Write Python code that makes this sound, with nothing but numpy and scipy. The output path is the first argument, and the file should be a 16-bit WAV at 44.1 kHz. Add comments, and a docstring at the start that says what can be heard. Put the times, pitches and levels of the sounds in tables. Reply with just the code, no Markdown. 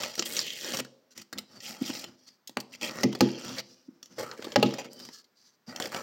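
"""Peeling paper off a plasterboard wall

A small room, the microphone close to the hand. Fingers peel the paper facing and pick at the rim of a
hole with a brittle, papery nest behind it. Each pull or scrape is a swarm of fibre breaks, with single
snaps between; bits of board crack off and set the hollow wall booming. Underneath, fingertips brush
the paint and handling of the recorder gives a few soft thumps."""
import sys
import numpy as np
from scipy import signal
from scipy.fft import rfft, irfft
from scipy.io import wavfile
from scipy.ndimage import uniform_filter1d

SR = 44100
rng = np.random.default_rng(int(sys.argv[2]) if len(sys.argv) > 2 else 0)


def persist_wave(psi):
    """Save psi, clipped to +-1, as 16-bit WAV."""
    counts = np.round(np.clip(psi, -1, 1) * 32767).astype(np.int16)
    wavfile.write(sys.argv[1], SR, np.atleast_2d(counts).T)


N = 265746


def from_db(db):
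    """Decibels to amplitude."""
    return 10 ** (np.asarray(db) / 20)


def rms_one(x):
    """Scale to an rms of 1."""
    return x / np.sqrt(np.mean(x ** 2) + 1e-20)


def snap_sized(x):
    """Scale a burst to the energy of a hundredth of a second at rms 1."""
    return x * np.sqrt(SR / 100 / (np.sum(x ** 2) + 1e-20))


def evened(x, span_s):
    """Hold the running rms at 1, leaving the fast grain."""
    return x / np.sqrt(np.maximum(uniform_filter1d(x ** 2, int(span_s * SR)), 0) + 1e-12)


def drift(t, per_s):
    """Smooth random wander of rms 1."""
    return rms_one(np.interp(t * per_s, np.arange(len(t)), rng.standard_normal(len(t))))


def at_hz(points, hz):
    """Read a curve on a log-frequency axis."""
    f, value = np.transpose(points)
    return np.interp(np.log(np.maximum(hz, 1)), np.log(f), value)


def add(out, s, x):
    """Mix x into out from time s on."""
    i = max(round(s * SR), 0)
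    out[i:i + len(x)] += x[:N - i]


def coloured(x, spectrum, ripple_db=0, size=2048):
    """Minimum-phase filter of unit power gain; ripple stands for the chance modes of a crumpled scrap."""
    hz = np.fft.rfftfreq(size, 1 / SR)
    ripple = ripple_db * np.interp(hz / 190, np.arange(size), rng.standard_normal(size))
    cepstrum = irfft(np.log(from_db(at_hz(spectrum, hz) + ripple)))
    cepstrum[1:size // 2] *= 2   # fold onto positive time: nothing rings ahead of a click
    cepstrum[size // 2 + 1:] = 0
    response = irfft(np.exp(rfft(cepstrum)))
    return signal.fftconvolve(x, response / np.linalg.norm(response))[:len(x)]


def flap(x, hz, width_hz):
    """Resonance of a loose flap or fibre of paper; its pitch may move."""
    radius = np.exp(-np.pi * width_hz / SR)
    turn = np.exp(2j * np.pi * np.cumsum(hz * np.ones(len(x))) / SR)
    return 2 * np.real(turn * signal.lfilter([1 - radius], [1, -radius], x / turn))


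def struck(modes, t, scatter_db=2.5):
    """Damped sines whose strengths scatter with the spot touched."""
    out = np.zeros(len(t))
    for hz, db, t60 in modes:
        age = t[:int(t60 * SR) + 2]
        gain = from_db(db + scatter_db * rng.standard_normal())
        add(out, 0, gain * np.sin(2 * np.pi * hz * age) * np.exp(-np.log(1000) * age / t60))
    return out


def shaken(force, modes, t, scatter_db=2.5):
    """The ringing of a body driven by a force."""
    return signal.fftconvolve(force, struck(modes, t, scatter_db))[:len(t)]


def fibre_breaks(count, per_s, spread_db):
    """Random clicks: many small, a few large."""
    sizes = from_db(spread_db * np.minimum(rng.exponential(1, count), 4.5)) * rng.choice([-1, 1], count)
    return sizes * (rng.random(count) < per_s / SR)


# Room tone at the microphone: f/Hz, level/dB
AIR_COLOUR = [(25, -6), (90, -8.5), (200, -2), (430, -4.5), (700, -8), (1500, -8), (3000, -16), (5500, -15),
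              (10000, -31), (15000, -19.5)]


def room_tone():
    """The still air of the house, a faint dark noise."""
    return from_db(-72.5) * coloured(rng.standard_normal(N), AIR_COLOUR)


# Decay of the small room: f/Hz, t60/s
ROOM_DECAY = [(120, 0.12), (400, 1), (1500, 0.01), (5000, 0.58), (14000, 0.1)]
# Its echo, relative to the close sound: f/Hz, level/dB
ROOM_ECHO = [(90, -20), (220, -12.5), (400, -13.5), (1500, -13.5), (5000, -19), (14000, -29)]


def room_echo(x, swell_s):
    """Echoes build up as sound returns from the far walls, then die band by band."""
    t, response = np.arange(SR * 3 // 4) / SR, 0
    edges = np.geomspace(70, 17000, 11)
    for low, high in zip(edges, edges[1:]):
        hz = np.sqrt(low * high)
        shape = (1 - np.exp(-(t / swell_s) ** 2)) * np.exp(-np.log(1000) * t / at_hz(ROOM_DECAY, hz))
        band = signal.butter(2, [low, high], "band", fs=SR, output="sos")
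        echoes = signal.sosfilt(band, rng.standard_normal(len(t)))
        response = response + from_db(at_hz(ROOM_ECHO, hz)) * echoes * shape / np.linalg.norm(shape)
    return signal.fftconvolve(x, response)[:N]


def hollow_echo(x, delay_s=0.000775, echo_db=-20, above_hz=5500):
    """A very short echo between the hand and the hollow wall combs the treble; its path shifts as the hand
    moves."""
    t = np.arange(N) / SR
    treble = x - signal.sosfiltfilt(signal.butter(2, above_hz, fs=SR, output="sos"), x)
    lag_s = delay_s * (1 + 0.019 * drift(t, per_s=9.9))
    return x - from_db(echo_db) * np.interp(t - lag_s, t, treble)


# Boom of the hollow wall: f/Hz, level/dB, t60/s
WALL_MODES = [(131.6, -10, 0.31), (206.8, -2, 0.22), (250, -3, 0.062), (250.6, 1, 0.12), (290, -8, .026),
              (345.7, -4.5, 0.17), (405, -13.5, 0.067), (490, -14.5, .12)]
# Dull rub: f/Hz, level/dB
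RUB_COLOUR = [(30, -31.5), (80, -18), (125, -6.5), (160, -6.5), (230, 4), (340, 2), (420, -0.5), (510, 5.5),
              (720, -3), (870, -2.5), (1000, -7), (1300, -1.5), (1700, -8.5), (2400, -13), (6000, -56.5)]
# Soft low thumps close by: fingers handling the recorder, and the dull body of a crack.
# crest t/s, level/dB, f/Hz, half-length/s, scuff re thud/dB
SOFT_THUMPS = [(0.202, -33, 341, 0.012, -17.5), (1.82, -18.5, 260, 0.0062, -33),
               (1.902, -25, 276.2, 0.0074, -10.5), (2.574, -27.5, 254, 0.005, -9),
               (3.889, -35, 276.7, 0.0062, -33), (4.395, -29.5, 435, 0.0033, -14.5),
               (4.472, -32.5, 342, 0.00456, -5), (5.684, -35.5, 201, 0.0053, -31)]


def soft_thumps(ring_db=-18.5):
    """Each thump is a dull thud of a few cycles, with a little scuff and a faint low ring after it."""
    out, t = np.zeros(N), np.arange(N) / SR
    scuff = coloured(rng.standard_normal(N), RUB_COLOUR)
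    for s, db, hz, half_s, scuff_db in SOFT_THUMPS:
        envelope = np.exp(1 - np.hypot(1, (t - s) / half_s * 2.5))
        thud = np.sin(2 * np.pi * hz * (t - s))
        out += from_db(db) * envelope * (thud + from_db(scuff_db) * scuff)
        add(out, s, from_db(db + ring_db) * snap_sized(struck(WALL_MODES, t[:SR // 2])))
    return out


# Paper crackle, its top fizz and dust under a fingertip, all at close range: f/Hz, level/dB
CRACKLE_COLOUR = [(500, -43), (1300, -29.5), (1950, 3.5), (2350, -8), (2900, 3.5), (3700, 2.5), (4500, 8),
                  (5900, 4.5), (6500, -2.5), (7200, 2.5), (8000, -25), (10000, -29.5), (16000, -43.5)]
FIZZ_COLOUR = [(2000, -44.5), (6500, -2), (8300, 4), (9600, -5), (11000, -4), (12800, -1), (15800, -2.5)]
DUST_COLOUR = [(500, -20), (1100, 1.5), (2100, 0.5), (3000, -1.5), (4000, -11.5), (8000, -24.5)]
# Touches on the painted wall: start t/s, end t/s, hiss/dB, rumble/dB, paper ring first f/Hz, last f/Hz
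FINGER_BRUSHES = [(1.104, 1.144, -56, -73, 5370, 5760), (1.149, 1.237, -51.5, -54, 2200, 2340),
                  (1.321, 1.454, -69, -45.5, 5300, 5300), (1.475, 1.624, -55, -51, 5800, 4770),
                  (2.019, 2.163, -60.5, -51, 5640, 5100), (2.149, 2.38, -63.5, -76, 5700, 4600),
                  (2.262, 2.296, -56, -72, 5040, 4800), (2.632, 2.884, -69, -65, 5330, 5300),
                  (2.789, 2.83, -53.5, -54, 2500, 3200), (3.424, 3.565, -47, -39.5, 5550, 4930),
                  (3.573, 3.888, -61, -65, 5250, 5700), (3.881, 4.108, -76, -65.5, 5300, 5350),
                  (4.087, 4.247, -61.5, -56.5, 5800, 5400), (4.896, 5.13, -50, -51, 4700, 5450),
                  (5.095, 5.226, -49.5, -78.5, 5100, 4700), (5.348, 5.565, -63, -81, 4900, 5550),
                  (5.664, 5.741, -49, -44.5, 5380, 4370)]


def finger_brushes():
    """Skin on paint gives a grainy hiss and a faint rumble in the wall; each touch swells and fades."""
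    out, t = np.zeros(N), np.arange(SR // 2) / SR
    for start, end, hiss_db, rumble_db, first_hz, last_hz in FINGER_BRUSHES:
        pressure = np.abs(np.sin(np.pi * np.minimum(t / (end - start), 1))) ** 0.79
        friction = rms_one(fibre_breaks(len(t), per_s=5300, spread_db=3))
        friction *= from_db(drift(t, per_s=36) + 3.2 * drift(t, per_s=45))
        skin = coloured(friction, CRACKLE_COLOUR, ripple_db=3.5)
        hz = np.interp(t, [0, end - start], [first_hz, last_hz])
        hz *= np.exp(0.044 * drift(t, per_s=40))   # the contact patch keeps shifting
        broad = rms_one(flap(skin, hz=5500, width_hz=2100))
        ring = rms_one(flap(skin, hz, width_hz=500))
        specks = fibre_breaks(len(t), per_s=230, spread_db=1.5)
        dust = rms_one(coloured(specks, DUST_COLOUR, ripple_db=7))
        fizz = coloured(friction, FIZZ_COLOUR)
        hiss = rms_one(broad + from_db(-2) * ring) + from_db(-13) * dust + from_db(-14.5) * fizz
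        rumble = rms_one(shaken(friction, WALL_MODES, t)) + from_db(-8) * coloured(friction, RUB_COLOUR)
        add(out, start, pressure * (from_db(hiss_db) * hiss + from_db(rumble_db) * rumble))
    return out


def fracture(t, length_s, tail_db):
    """A break runs through the fibres in milliseconds, exciting all pitches alike; stragglers follow."""
    envelope = np.exp(-(t / length_s) ** 2) + from_db(tail_db) * np.exp(-t / 0.019)
    burst = envelope * fibre_breaks(len(t), per_s=11000, spread_db=0)
    power = uniform_filter1d(np.abs(rfft(burst, 4096)) ** 2, size=25)
    whitening = np.column_stack([np.linspace(1, SR / 2, len(power)), -10 * np.log10(power + 1e-9)])
    return coloured(burst, whitening)


# Close snaps of paper and crumbs, levels before trims:
# t/s, level/dB, relative thud/dB, relative fizz/dB, flap f/Hz, length/s
PAPER_SNAPS = [(0.024, -27, -17.5, -12, 3430, 0.0015), (0.034, -16, -17, -18.5, 3100, 0.0065),
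               (0.154, -24.5, -28.5, -15, 5640, 0.0018), (0.178, -24.5, -15, -19, 4900, 0.0066),
               (0.193, -9, -22.5, -25.5, 5450, 0.0046), (0.2233, -16.5, -18.5, -24, 3020, 0.0028),
               (0.2575, -24, -21, -11, 3380, 0.0037), (0.324, -25.5, -23, -12, 4200, 0.001),
               (0.3666, -13, -30, -21, 5800, 0.0065), (0.3918, -9, -32, -32, 4900, .0012),
               (0.414, -19, -25, -30, 4200, 0.0012), (0.4666, -25, -27, -16, 3080, 0.0029),
               (0.527, -29, -33, -24, 3200, 0.0017), (0.705, -27, -29, -13, 3200, 0.0027),
               (0.611, -25, -33, -29, 5400, 0.0012), (0.646, -21.5, -17, -21, 5280, 0.0012),
               (0.736, -19, -14, -23, 2940, 0.0087), (0.745, -20, -13, -18.5, 2740, 0.0079),
               (0.7705, -17.5, -28, -24, 5570, 0.0013), (.789, -25, -10.5, -14, 3050, 0.0039),
               (0.797, -19, -26, -24, 2880, 0.0058), (0.8476, -33, -15, -19, 1430, 0.0052),
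               (1.1765, -28, -24.5, -14, 5170, 0.0059), (1.216, -33.5, -21, -14, 4680, 0.0063),
               (1.3277, -23.5, -14.5, -16.5, 1440, 0.0062), (1.377, -30.5, -34, -21, 3540, 0.0027),
               (1.384, -18.5, -20.5, -16.5, 3960, 0.0068), (1.6032, -30.5, -34, -25.5, 5160, 0.0035),
               (1.9507, -26, -16.5, -21, 5810, 0.0042), (1.994, -28.5, -29, -15, 4150, 0.0034),
               (2.0415, -24, -21, -20, 3030, 0.0035), (2.2864, -38.5, -32, -34, 4760, 0.0042),
               (2.4736, -26, -40, -13, 6410, 0.0079), (2.494, -35, -11, -14, 3920, 0.0028),
               (2.602, -24, -25, -14, 4500, 0.0074), (2.813, -27.5, -29.5, -29, 3330, 0.0015),
               (2.848, -26, -21, -30, 3300, .002), (2.894, -25.5, -10.5, -30, 2520, .003),
               (2.91, -29.5, -23, -20, 5360, 0.0023), (3.0083, -26.5, -10, -18, 5120, 0.0034),
               (3.1278, -27, -15.5, -21, 3270, 0.0046), (3.15, -24, -8.5, -20, 4490, 0.0069),
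               (3.189, -43.5, -20, -11, 4500, .0015), (3.3233, -41, -18, -23, 5170, .002),
               (3.448, -33, -13, -13, 5400, 0.0041), (3.584, -19.5, -39, -22, 4300, 0.0043),
               (4.028, -29, -26.5, -21.5, 5570, 0.0036), (4.0584, -37.5, -29, -19.5, 5550, 0.0017),
               (4.195, -30.5, -16.5, -9, 4500, 0.0016), (4.3135, -25, -20, -37.5, 1470, 0.0034),
               (4.424, -30, -9.5, -24, 3300, 0.0025), (4.444, -25, -9, -19, 3630, 0.0089),
               (4.5199, -26, -19.5, -40, 3150, 0.0026), (4.662, -24.5, -16.5, -29, 3800, 0.0047),
               (4.707, -30.5, -23, -35, 3250, 0.0025), (4.738, -24.5, -11, -19.5, 5100, 0.0051),
               (4.7834, -20, -10, -22.5, 2560, 0.024), (4.932, -38.5, -36.5, -6.5, 5116, 0.0017),
               (4.844, -32, -10, -20, 2870, 0.016), (4.993, -41, -22, -9, 4840, 0.0017),
               (5, -34.5, -16.5, -16, 4470, 0.0013), (5.051, -33.5, -20, -15, 5600, 0.0055),
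               (5.243, -46.5, -29, -22, 4200, 0.0074), (5.0883, -34, -9.5, -22.5, 1880, 0.0017),
               (5.761, -22, -25, -20.5, 5400, 0.002), (5.7998, -18, -9, -19, 1280, 0.0026),
               (5.823, -18.5, -36, -23.5, 3360, 0.0017), (5.856, -20.5, -16, -20, 1850, 0.0042),
               (5.9455, -21, -9.5, -25, 3060, 0.0032), (5.965, -24, -9, -25, 1390, .004)]


def paper_snaps(crackle_trim_db=-14.5, fizz_trim_db=-5.5, thud_trim_db=-3):
    """Single fibres and crumbs give way; each rings in the piece that comes loose and nudges the wall."""
    out, t = np.zeros(N), np.arange(SR // 5) / SR
    for s, db, thud_db, fizz_db, hz, length_s in PAPER_SNAPS:
        burst = fracture(t, length_s, tail_db=-17)
        thud = snap_sized(coloured(burst, RUB_COLOUR, ripple_db=5.5))
        thud += from_db(-7.5) * snap_sized(struck(WALL_MODES, t))
        thud *= from_db(min(thud_db, -10) + thud_trim_db)   # capped at -10 dB relative, before trim
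        ring = snap_sized(flap(flap(burst, hz, width_hz=510), hz, width_hz=1800))
        paper = snap_sized(coloured(burst, CRACKLE_COLOUR, ripple_db=5.5))
        crackle = from_db(crackle_trim_db) * snap_sized(paper + 0.9 * ring)
        fizz = from_db(fizz_db + fizz_trim_db) * snap_sized(coloured(burst, FIZZ_COLOUR))
        add(out, s, from_db(db) * (crackle + fizz + thud))
    return out


# Knock of the board: f/Hz, level/dB, t60/s
BOARD_MODES = [(424.6, -14, 0.025), (480, -8, 0.021), (606, 1, 0.082), (588, -2, 0.085), (660, -7.5, 0.12),
               (820, -13.5, 0.028), (837, 2, 0.1), (1030, -11.5, 0.0089), (1174, -14.5, 0.023),
               (1270, -3, 0.07), (1550, -17, 0.026), (1700, -9, 0.061)]
# Rough grinding inside the wall: f/Hz, level/dB
CRUNCH_COLOUR = [(40, -20), (120, -9), (230, 3), (420, -1), (700, -26.5), (1500, -36.5), (5000, -64)]
# Board breaks off at the hole: t/s, length/s, knock/dB, crack/dB, boom/dB, boom delay/s, crumbling/dB
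BOARD_BREAKS = [(2.5705, 0.003, -37, -26, -36.5, .004, -80),
                (3.033, 0.0072, -29.5, -22, -13.5, 0.0082, -47), (3.207, 0.00515, -23, -17, -11, .01, -39),
                (4.559, 0.006, -18, -15, -16.5, .011, -43),
                (4.6275, 0.0059, -20, -16.5, -15.5, .013, -41.5)]
# One spectrum for each break: f/Hz, level/dB
BREAK_COLOURS = [
    [(210, -28.5), (350, -1.5), (2580, -8.5), (2830, -9), (3370, -19.5), (4540, -9.5), (5230, -27),
     (5750, -20.5), (8790, -24), (11100, -40), (15000, -30)],
    [(290, -21), (500, -2.5), (1580, -19.5), (1990, 0), (2290, -15.5), (2800, -9.5), (3370, -19),
     (5160, -7), (6570, -12), (7470, -30.5), (15000, -27.5)],
    [(240, -10.5), (400, 0), (880, -10.5), (1470, -14.5), (2700, -11.5), (3720, -21.5), (4390, -7),
     (5600, -17), (6610, -17), (9370, -34.5), (15000, -28.5)],
    [(240, -35), (400, 1), (621, -1.5), (1060, -11), (2190, -9), (2510, -20), (2790, -8), (3290, -18.5),
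     (5110, -12), (9230, -41.5), (15000, -38)],
    [(240, -31), (400, 3), (894, -11.5), (1880, -31), (2790, -3), (3100, -13.5), (4530, -10.5),
     (4880, -25.5), (5860, -24), (9370, -35.5), (15000, -31.5)],
]


def board_cracks():
    """The plaster snaps and the board knocks; the slow bending waves of the wall swell up just after."""
    out, t = np.zeros(N), np.arange(SR // 2) / SR
    for row, colour in zip(BOARD_BREAKS, BREAK_COLOURS):
        s, length_s, knock_db, crack_db, boom_db, delay_s, _ = row
        burst = fracture(t, length_s, tail_db=-21)
        knock = snap_sized(shaken(burst, BOARD_MODES, t, scatter_db=-0.5) * np.exp(-t / 0.046))
        swell = (1 - np.exp(-t / 0.0072)) * np.exp(-t / 0.099)
        boom = snap_sized(struck(WALL_MODES, t, scatter_db=0) * swell)
        crack = snap_sized(coloured(burst, colour))
        crunch = snap_sized(coloured(rng.standard_normal(len(t)) * np.exp(-t / 0.046), CRUNCH_COLOUR))
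        add(out, s, from_db(crack_db) * crack + from_db(knock_db) * knock)
        add(out, s + delay_s, from_db(boom_db) * snap_sized(boom + from_db(-8) * crunch))
    return out


def grip(t, length_s, catch_s=0.002):
    """A stroke catches, holds and lets go."""
    return (1 - np.exp(-t / catch_s)) * np.exp(-np.maximum(t - length_s, 0) / catch_s)


def slips(t, gap_s=0.007, decay_s=0.0012):
    """Uneven jerks of a tear, each a sudden flurry that dies away."""
    when = np.cumsum(rng.gamma(3, 1 / 3, 400)) * gap_s
    sizes = from_db(3 * rng.standard_normal(len(when)))
    kicks = np.bincount((when * SR).astype(int), sizes, len(t))[:len(t)]
    return signal.lfilter([1], [1, -np.exp(-1 / (decay_s * SR))], kicks + 1e-18)


def fibre_twangs(t, per_s=240, q=21):
    """Single fibres ring briefly as they part, at pitches spread over the low treble."""
    out, pitches = 0, np.geomspace(2000, 7000, 14)
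    for hz in pitches:
        plucks = fibre_breaks(len(t), per_s / len(pitches), spread_db=3.5) + 1e-18
        out = out + flap(plucks, hz, hz / q) / np.sqrt(hz)
    return rms_one(out)


def bending_flap(force, t, hz, width_hz):
    """A flap's ring strays in pitch as it bends, and its level flickers."""
    ring = flap(force, hz * np.exp(0.05 * drift(t, per_s=25)), width_hz)
    return rms_one(flap(ring, hz, 3.6 * width_hz)) * from_db(3.3 * drift(t, per_s=79))


# Ring of the stiff paper round the hole: f/Hz, level/dB, t60/s
RIM_MODES = [(2230, -6.5, .05), (2840, -2.5, 0.045), (3280, 1, 0.081), (4430, -6, 0.045), (5600, -7, .06),
             (5910, 0.5, 0.09), (7170, -3, .05)]


def tearing(t, effort, crackle_db, rub_db, fizz_db, flaps_hz, width_hz, ring_db, slip_db, stray_db=17):
    """Fibres part in jerks over a fine friction hiss; the same breaks shake flap, rim, board and wall."""
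    breaks = rms_one(fibre_breaks(len(t), per_s=5000, spread_db=3)) + 0.5 * rng.standard_normal(len(t))
    fine = evened(breaks * (1 + from_db(slip_db) * slips(t)), span_s=0.04)
    fine *= from_db(0.76 * drift(t, per_s=54))
    strays = fibre_breaks(len(t), per_s=60, spread_db=3.5)   # stout fibres amid the fine ones
    force = rms_one(fine + from_db(stray_db) * strays)

    paper = rms_one(coloured(force, CRACKLE_COLOUR, ripple_db=0.5))
    main_ring, second_ring = [bending_flap(force, t, hz, width_hz) for hz in flaps_hz]
    rings = from_db(ring_db) * 0.43 * (main_ring + 0.7 * second_ring)
    crackle = rms_one(paper + from_db(-4.5) * fibre_twangs(t) + rings)
    rim = rms_one(shaken(crackle, RIM_MODES, t, scatter_db=4))
    crackle = rms_one(crackle + from_db(-10.5) * rim)
    fizz = rms_one(coloured(fine * from_db(2 * drift(t, per_s=250)), FIZZ_COLOUR))

    rub = rms_one(coloured(force, RUB_COLOUR, ripple_db=4.5))
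    rub = rms_one(rub + 0.28 * rms_one(shaken(force, BOARD_MODES, t)))
    boom = struck(WALL_MODES, t)
    push = force * effort * from_db(rub_db - 9.5)
    wall = signal.fftconvolve(push, boom / np.linalg.norm(boom))[:len(t)]
    surface = from_db(crackle_db) * crackle + from_db(fizz_db) * fizz + from_db(rub_db) * rub
    return effort * surface + wall


# Ring of the loose edge, one row for each break: first f/Hz, last f/Hz
EDGE_GLIDES = [(3000, 3100), (2600, 2300), (1498, 4600), (2200, 3600), (2900, 2400)]


def crumbling_edge(length_s=0.26, fall_db_per_s=52.5, bend_s=0.05, grit_hz=3570):
    """After a break the loose edge grinds on, ever weaker, its ring gliding as it bends; crumbs pop off."""
    out, t = np.zeros(N), np.arange(SR // 2) / SR
    effort = grip(t, length_s) * from_db(-fall_db_per_s * t)
    for (s, *_, db), glide in zip(BOARD_BREAKS, EDGE_GLIDES):
        edge_hz = np.interp(t, [0, bend_s], glide)
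        add(out, s, tearing(t, effort, crackle_db=db - 1.5, rub_db=db + 0.5, fizz_db=db - 24.5,
                            flaps_hz=(edge_hz, 2980), width_hz=620, ring_db=10, slip_db=6.5))
        for age in rng.uniform(0, length_s, size=8):
            burst = fracture(t[:SR // 30], length_s=0.001, tail_db=-23.5)
            crumb = flap(burst, grit_hz * np.exp(0.45 * rng.standard_normal()), width_hz=500)
            add(out, s + age, from_db(db - 4.5 - fall_db_per_s * age) * snap_sized(crumb))
    return out


# Short strokes close to the microphone, first a grip peeling the paper, then a nail along the rim: start t/s,
# end t/s, crackle/dB, rub/dB, rise over the stroke/dB, low flap f/Hz, high flap f/Hz, ring width/Hz, ring
# level/dB
SHORT_STROKES = [(0, 0.177, -42.5, -46.5, -14.5, 3011, 6000, 900, -5),
                 (0.177, 0.25, -45.5, -45, -17, 3920, 5800, 900, -6.5),
                 (2.72, 2.758, -46, -60, 5, 2520, 3200, 260, 5),
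                 (2.811, 2.894, -35.5, -40, -3.5, 2520, 3250, 300, 6.5),
                 (2.876, 3.03, -48, -42.5, 8.5, 2326, 5470, 600, 0.5),
                 (3.379, 3.61, -46.5, -51.5, 3.5, 3272, 5230, 700, 2),
                 (3.567, 3.603, -38.5, -41.5, 9, 1824, 4300, 700, 16),
                 (4.181, 4.242, -42, -34, -7.5, 1364, 4440, 500, 0.5),
                 (4.233, 4.36, -54.5, -45, -9, 1340, 2820, 400, -1),
                 (4.363, 4.546, -54, -47.5, 5.5, 1487, 4540, 400, -5),
                 (5.68, 5.795, -60.5, -47.5, 7.5, 1333, 4500, 350, -3.5),
                 (5.798, 5.882, -42, -39.5, -6, 1400, 3130, 450, 7),
                 (5.876, 5.922, -54, -51, -2, 1400, 4500, 400, 3),
                 (5.915, 6.033, -44.5, -39.5, -5, 860, 1320, 300, 4)]


def short_strokes(swell_db=2):
    """Fibres tear in short strokes, first a peeling grip, then a nail; each swells in the middle and leans to
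    its start or end."""
    out, t = np.zeros(N), np.arange(SR // 2) / SR
    for start, end, crackle_db, rub_db, rise_db, *flaps_hz, width_hz, ring_db in SHORT_STROKES:
        fizz_db = 0.65 * crackle_db + 0.35 * rub_db - 9.5
        along = np.clip(2 * t / (end - start) - 1, -1, 1)
        effort = grip(t, end - start) * from_db(rise_db * along / 2 - swell_db * along ** 2)
        scrape = tearing(t, effort, crackle_db, rub_db, fizz_db, flaps_hz, width_hz, ring_db, slip_db=3.5)
        add(out, start, scrape)
    return out


# Two long pulls at close range, levels before trims: t/s, crackle/dB, rub/dB, fizz/dB, flap f/Hz
STRIP_PULLS = [
    [(0.251, -41, -55, -41, 3240), (0.262, -33.5, -47, -41, 3300), (0.3, -40.5, -45.5, -41.5, 3900),
     (0.378, -28.5, -41, -39.5, 3770), (0.438, -36.5, -50.5, -52, 3230), (0.612, -39, -54.5, -50, 2926),
     (0.642, -32.5, -41, -49.5, 3320), (0.784, -35.5, -41.5, -44, 3000), (0.805, -30, -31.5, -39, 3080)],
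    [(1.6, -54, -75, -75, 3110), (1.636, -38, -54, -51.5, 3150), (1.692, -35.5, -47, -48.5, 2720),
     (1.794, -51, -52.5, -64.5, 2800), (1.818, -39, -48, -55, 3000), (1.848, -39, -52, -53.5, 3640),
     (1.878, -32.5, -46.5, -46.5, 3200), (1.922, -39.5, -49.5, -54, 2980), (1.947, -35.5, -49, -49.5, 2860),
     (2.03, -40, -50.5, -54.5, 2730), (2.05, -54, -44, -64, 3070)],
]
# How strongly the peeled flap rings: t/s, level/dB
STRIP_RING = [(.41, -2.5), (.47, 10), (.55, 7.5), (.65, -3), (1.65, 4.5), (1.8, -2), (1.88, 5.5)]
# Upper ring of each strip: f/Hz
STRIP_HIGH_HZ = [5600, 4900]
# Boom as each strip comes free: level/dB
STRIP_RELEASE_DB = [-37, -51]


def peeling_strips():
    """Each strip of facing tears away in one long pull; the wall springs back as it comes free."""
    out, t = np.zeros(N), np.arange(SR) / SR
    for pull, release_db, high_hz in zip(STRIP_PULLS, STRIP_RELEASE_DB, STRIP_HIGH_HZ):
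        times, *columns = np.transpose(pull)
        start, end = times[0], times[-1]
        crackle_db, rub_db, fizz_db, low_hz = [np.interp(start + t, times, c) for c in columns]
        ring_db = np.interp(start + t, *np.transpose(STRIP_RING))
        tear = tearing(t, grip(t, end - start), crackle_db - 4.5, rub_db - 0.5, fizz_db + 1,
                       (low_hz, high_hz), width_hz=630, ring_db=ring_db, slip_db=0.5, stray_db=12.5)
        add(out, start, tear)
        spring_back = struck(WALL_MODES, t, scatter_db=3.5) * (1 - np.exp(-t / 0.004))
        add(out, end, from_db(release_db) * snap_sized(spring_back))
    return out


def scene():
    """The hand's work heard close up, with the small room behind it."""
    paper = peeling_strips() + short_strokes() + crumbling_edge() + paper_snaps() + finger_brushes()
    close = hollow_echo(paper) + board_cracks() + soft_thumps()
    return (room_tone() + close + room_echo(close, swell_s=0.0077))[None]


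def record(dry, low_cut_hz=108, high_cut_hz=16000):
    """One microphone sheds the deep bass and rounds the highest peaks; the top is cut."""
    thin = signal.sosfilt(signal.butter(3, low_cut_hz, "high", fs=SR, output="sos"), dry)
    rounded = 0.75 * np.tanh(thin / 0.81)
    return signal.sosfilt(signal.ellip(10, 0.2, 80, high_cut_hz, fs=SR, output="sos"), rounded)


dry = scene()
out = record(dry)
persist_wave(out)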